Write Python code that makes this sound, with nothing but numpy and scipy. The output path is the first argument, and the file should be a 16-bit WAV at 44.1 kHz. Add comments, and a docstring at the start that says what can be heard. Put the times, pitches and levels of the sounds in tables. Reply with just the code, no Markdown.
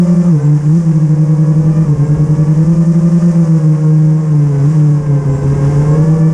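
"""A small quadcopter low over a meadow track, in open air, with the microphone on its frame beside the rotors.
It opens at high speed and drops in pitch after 0.3 s, its four three-blade propellers turning at different speeds.
Two unbalanced rotors shake the frame, so the hum beats, more slowly near 4 s; the blades chop air into rush and hiss.
Motor housings ring thinly throughout, with a higher ring coming and going from 0.4 s.
Wind buffets the microphone hardest from about 1.7 to 2.6 s and again in gusts after 5 s."""
import sys
import numpy as np
from scipy import signal
from scipy.fft import rfft, irfft, next_fast_len
from scipy.io import wavfile
from scipy.ndimage import uniform_filter1d

SR = 44100
rng = np.random.default_rng(int(sys.argv[2]) if len(sys.argv) > 2 else 0)


def master(y):
    """Save y as 16-bit WAV."""
    cut = np.clip(np.atleast_2d(y).T, -1, 1)
    pcm = np.round(cut * 32767)  # scale
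    wavfile.write(sys.argv[1], SR, pcm.astype(np.int16))


N = 279413
TIME = np.arange(N) / SR  # s
CRUISE_HZ = 157  # reference rotor speed, turns per s


def gain_of(db):
    """Decibels to amplitude."""
    return 10 ** (np.asarray(db) / 20)


def evened(x):
    """Scales to rms 1."""
    return x / np.sqrt(np.mean(x ** 2) + 1e-20)


def curves(table):
    """Each column of a timed table, interpolated at every sample."""
    seconds, *columns = np.transpose(table)
    return [np.interp(TIME, seconds, column) for column in columns]


def noise(shape):
    """Noise of rms 1: white noise with its spectrum multiplied by shape(Hz)."""
    size = next_fast_len(N)
    hz = np.fft.rfftfreq(size, 1 / SR)
    spectrum = rfft(rng.standard_normal(size)) * shape(hz)
    return evened(irfft(spectrum, size)[:N])


def coloured(points):
    """Noise of rms 1 with a spectrum drawn through (frequency [Hz], level [dB]) points."""
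    point_hz, point_db = np.transpose(points)
    return noise(lambda hz: gain_of(np.interp(np.log(hz + 1), np.log(point_hz), point_db)))


def wander(rate_hz):
    """Slow random movement of rms 1, up to about the given rate."""
    return noise(lambda hz: 1 / (1 + (hz / rate_hz) ** 4))


def ring(centre_hz, width_hz):
    """A narrow, thin metallic ring of a motor housing, made as narrow-band noise of rms 1."""
    return noise(lambda hz: 1 / (1 + ((hz - centre_hz) / width_hz) ** 2))


# Wind on the microphone: (time [s], level before trim [dB])
WIND_LEVEL = [(0, -39), (1.5, -37.5), (1.68, -29.5), (2.3, -27), (2.65, -32.5), (3.2, -34.5), (3.75, -41.5),
              (4.2, -41), (4.55, -35), (4.87, -39), (5.04, -27.5), (5.16, -34), (5.25, -26), (5.55, -27),
              (6, -25), (6.3, -32.5)]
# Spectrum of the buffeting: (frequency [Hz], relative level per Hz [dB])
WIND_SPECTRUM = [(10, -9.5), (25, -4.5), (65, -0.5), (110, -2.5), (250, -7), (400, -12), (700, -26),
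                 (2000, -64.5)]


def wind(trim_db=4, lump_db=2, lump_hz=17):
    """Lumpy, mostly low buffeting of the microphone by the airstream."""
    level_db, = curves(WIND_LEVEL)
    buffeting = evened(coloured(WIND_SPECTRUM) * gain_of(lump_db * wander(lump_hz)))
    return gain_of(level_db + trim_db) * buffeting


# Throttle, as the mean speed of the two slower rotors before flutter: (time [s], speed [turns per s])
THROTTLE_SPEED = [(0.0, 177.63), (0.218, 177), (0.289, 177), (0.368, 146), (0.71, 153), (0.772, 173),
                  (0.904, 163), (1.092, 156.7), (1.858, 161), (1.87, 150.81), (1.971, 142.6),
                  (2.61, 159.79), (2.696, 168), (3.296, 173.3), (3.686, 155.4), (4.213, 154.8),
                  (4.618, 136.12), (4.717, 152), (4.775, 151), (5.331, 136), (5.391, 136.5), (5.756, 140),
                  (6.115, 155.7), (6.34, 158)]


def throttle_speed():
    """The speed that all four rotors follow."""
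    speed, = curves(THROTTLE_SPEED)
    return speed


# Steering parts the two slower rotors: (time [s], second minus first [turns per s])
SLOW_PAIR_DIFFERENCE = [(0.0, 5.92), (0.173, 14.48), (0.285, 5.21), (0.822, 4.23), (0.929, 15.04),
                        (1.241, 9.48), (1.587, 12.08), (1.66, 8.65), (2.505, 10.85), (2.742, 9.39),
                        (2.977, 13.06), (3.197, 8.61), (3.682, 6.07), (4.001, 0.17), (4.228, 3.98),
                        (4.573, 2.63), (4.743, 9.33), (4.887, -0.35), (5.013, 3.48), (5.31, 7.64),
                        (5.336, 4.2), (5.894, 8.78), (5.99, 11.1), (6.34, 4.21)]
# The two faster rotors run ahead of the throttle: (time [s], extra speed [turns per s])
THIRD_ROTOR_LEAD = [(0, 17.4), (.3, 20.5), (.72, 28.6), (.95, 23), (1.55, 28.8), (1.79, 39.6), (1.92, 33),
                    (2.4, 36.4), (2.62, 31.6), (3.62, 24.5), (4.55, 29), (4.9, 39), (5.0, 34), (5.4, 33.6),
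                    (5.55, 41.7), (5.89, 30.6), (6.03, 37), (6.34, 35)]
FOURTH_ROTOR_LEAD = [(0, 51.1), (1.2, 45.96), (2.3, 53.9), (3.2, 48.03), (3.95, 53.03), (4.8, 48.02),
                     (5.3, 42.98), (6.34, 40)]


def shafts(throttle, flutter_turns=0.014, flutter_hz=20):
    """Angle of each rotor in turns; the flight controller's quick corrections make it flutter."""
    difference, = curves(SLOW_PAIR_DIFFERENCE)
    leads = [-difference / 2, difference / 2]
    leads += curves(THIRD_ROTOR_LEAD) + curves(FOURTH_ROTOR_LEAD)
    return [np.cumsum(throttle + lead) / SR + flutter_turns * wander(flutter_hz) for lead in leads]


def chop(turns, blade_depth, shaft_depth, blades=3):
    """Air noise pulses with every blade pass and, on bent blades, with every turn."""
    swing = np.zeros(N)
    for angle in turns:
        swing += blade_depth * np.cos(2 * np.pi * blades * angle)
        swing += shaft_depth * np.cos(2 * np.pi * angle)
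    return evened(np.exp(swing))


# Turbulence of the air that the blades cut: (time [s], level of the rush before flare and trim [dB])
TURBULENCE_LEVEL = [(0, -34.5), (.4, -35.5), (.9, -36), (1.3, -37), (2.4, -35.3), (2.9, -35.5), (3.3, -34),
                    (4.2, -37.5), (4.75, -33.5), (5.1, -37), (5.7, -30.5), (6.34, -36.5)]


def air_levels(throttle, hiss_cruise_db=-45.5, hiss_power=1.9, flare_limit_db=1.5, flare_scale=130, flare_s=0.14):
    """Rush and hiss in dB follow turbulence and flare as rotors spin up; hiss also grows with speed."""
    turbulence_db, = curves(TURBULENCE_LEVEL)
    speed_db = 20 * np.log10(throttle / CRUISE_HZ)
    acceleration = np.maximum(np.gradient(throttle) * SR, 0)  # turns per s, per s
    spin_up = uniform_filter1d(acceleration, int(flare_s * SR))
    flare_db = flare_limit_db * np.tanh(spin_up / flare_scale)
    hiss_db = hiss_cruise_db + (turbulence_db - turbulence_db.mean()) + hiss_power * speed_db
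    return turbulence_db + flare_db, hiss_db + flare_db


# Spectrum of the rush: (frequency [Hz], relative level per Hz [dB])
RUSH_SPECTRUM = [(200, -5), (400, 3), (560, -2), (680, -4.5), (820, 0.5), (1050, -0.5), (1350, -7.5),
                 (1800, -8.5), (2300, -14), (3000, -19.5), (4000, -27.5), (6000, -43.5)]


def rush(turns, level_db, trim_db=-1.04, flicker_db=1.0, flicker_hz=32):
    """Turbulence shed by the blades, pulsing as they pass."""
    air = coloured(RUSH_SPECTRUM) * chop(turns, blade_depth=0.16, shaft_depth=0.08)
    return air * gain_of(level_db + trim_db + flicker_db * wander(flicker_hz))


# Spectrum of the hiss: (frequency [Hz], relative level per Hz [dB])
HISS_SPECTRUM = [(2500, -21.5), (4200, -14.5), (5000, -2), (6200, 0.5), (6900, -1.5), (8000, -4.5),
                 (9300, -7), (10200, -12), (11200, -22), (12200, -31), (15000, -34.5)]


def hiss(turns, level_db, trim_db=0.34, flicker_db=0.35, flicker_hz=40):
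    """Fine hiss from the blade tips and trailing edges, pulsing as they pass."""
    air = coloured(HISS_SPECTRUM) * chop(turns, blade_depth=0.14, shaft_depth=0.055)
    return air * gain_of(level_db + trim_db + flicker_db * wander(flicker_hz))


# A motor housing sings briefly: (start time [s], length [s], peak level [dB])
HOUSING_SINGS = [(0.404, 0.095, -53), (1.87, 0.051, -55), (2.042, 0.085, -50), (4.17, .14, -56),
                 (4.57, 0.37, -58), (5.282, 0.19, -48), (5.54, .13, -56), (5.88, .08, -49)]


def housings(hiss_db, below_hiss_db=-14):
    """One thin ring of the motors that follows the hiss, and a higher one that comes and goes."""
    swell = np.zeros(N)
    for start, length, peak_db in HOUSING_SINGS:
        position = 2 * (TIME - start) / length - 1  # -1 at the start, 1 at the end
        swell += gain_of(peak_db) * np.sqrt(np.clip(1 - position ** 2, 0, 1))
    constant_ring = gain_of(hiss_db + below_hiss_db) * ring(7132, 50)
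    return constant_ring + swell * ring(7525, 45)


# How hard the blades bite the air; its departure from the median counts: (time [s], load [dB])
BLADE_BITE = [(0.03, -27.5), (0.52, -28.5), (0.55, -35), (1.04, -35), (1.3, -28), (2.51, -28), (2.88, -32),
              (3.63, -27.5), (4.39, -31), (4.62, -25.5), (4.71, -32), (6.0, -17.5), (6.02, -21.5),
              (6.3, -25)]
# Rotor overtones before wavering; multiples of three are blade passes:
# (multiple of shaft speed, first rotor [dB], second [dB], third [dB], fourth [dB])
ROTOR_OVERTONES = [(2, -41.5, -34.5, -45, -64), (3, -33, -28, -33.5, -43), (4, -49.5, -48.5, -47.5, -58.5),
                   (5, -49, -45.5, -53.5, -59), (6, -47, -44, -41, -51.5), (7, -48.5, -46.5, -64.5, -65.5),
                   (8, -58, -58, -61.5, -63), (9, -57, -54, -47, -56.5), (12, -66, -64, -55, -64),
                   (15, -71.5, -70, -64, -70.5)]


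def buzz(turns, follow=0.8, gust_db=1.27, gust_hz=14, flicker_db=2.06, flicker_hz=14):
    """Overtones of each rotor waver together and singly; from the third multiple up they swell with blade load."""
    load_db, = curves(BLADE_BITE)
    bite = gain_of(follow * (load_db - np.median(load_db)))
    out = np.zeros(N)
    for rotor, angle in enumerate(turns):
        gust = gain_of(gust_db * wander(gust_hz))  # shared by all overtones of this rotor
        for multiple, *levels_db in ROTOR_OVERTONES:
            flicker = flicker_db * wander(flicker_hz)
            level = gain_of(levels_db[rotor] + flicker) * gust
            if multiple > 2:
                level = level * bite
            out += level * np.cos(2 * np.pi * (multiple * angle + rng.random()))
    return out


# How hard the two slower rotors shake the frame, before drive: (time [s], first rotor [dB], second rotor [dB])
SLOW_ROTOR_SHAKE = [(0.0, -4.37, -10.5), (0.35, -6.5, -10), (0.7, -6.5, -12), (1.7, -6, -13),
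                    (2.1, -12, -8), (2.5, -6, -10.5), (3.3, -5.5, -10), (3.95, -6, -13), (4.25, -16, -6.5),
                    (4.55, -21.5, -6.5), (4.85, -10.5, -5.5), (5.35, -17, -11), (5.75, -19.18, -7),
                    (6.05, -10.5, -5), (6.34, -14.5, -6)]
# The faster rotors are nearly true; steady shake before drive: (third rotor [dB], fourth rotor [dB])
FAST_ROTOR_SHAKE = [-25, -43.5]


def hum(turns, throttle, drive_db=0.32, lopsided=0.21, octave_growth=1.5, octave_power=-2.4):
    """Unbalance shakes the frame once a turn and near speeds beat; a mount that gives more one way adds an octave."""
    levels_db = curves(SLOW_ROTOR_SHAKE) + list(FAST_ROTOR_SHAKE)
    shake = np.zeros(N, dtype=complex)
    for level_db, angle in zip(levels_db, turns):
        shake += gain_of(level_db + drive_db) * np.exp(2j * np.pi * angle)
    # twice the pitch, throbbing with the same beat
    octave = abs(shake) ** octave_growth * np.cos(2 * np.angle(shake))
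    octave_level = lopsided * (throttle / CRUISE_HZ) ** octave_power  # weaker at higher speed
    return shake.real - octave_level * octave


def scene():
    """Everything rides on the frame with the microphone, in open air without echoes."""
    throttle = throttle_speed()
    turns = shafts(throttle)
    rush_db, hiss_db = air_levels(throttle)
    air = wind() + rush(turns, rush_db) + hiss(turns, hiss_db)
    rotors = buzz(turns) + hum(turns, throttle)
    return (air + housings(hiss_db) + rotors)[None]


def record(dry, ceiling_db=-7.0, knee_db=0.04, reduction=0.7, half_window_s=0.0053, edge_hz=15100):
    """The camera's limiter holds down the top of each loud beat; then its band limit removes the highest treble."""
    weights = signal.windows.hann(int(2 * half_window_s * SR) | 1)
    power = signal.oaconvolve(dry[0] ** 2, weights / weights.sum(), "same")
    level_db = 10 * np.log10(abs(power) + 1e-12)
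    over_db = knee_db * np.logaddexp(0, (level_db - ceiling_db) / knee_db)  # soft corner at the ceiling
    limited = dry * gain_of(-reduction * over_db)
    low_pass = signal.firwin(511, edge_hz, window=("kaiser", 9), fs=SR)
    return signal.oaconvolve(limited, low_pass[None], "same")


dry = scene()
out = record(dry)
master(out)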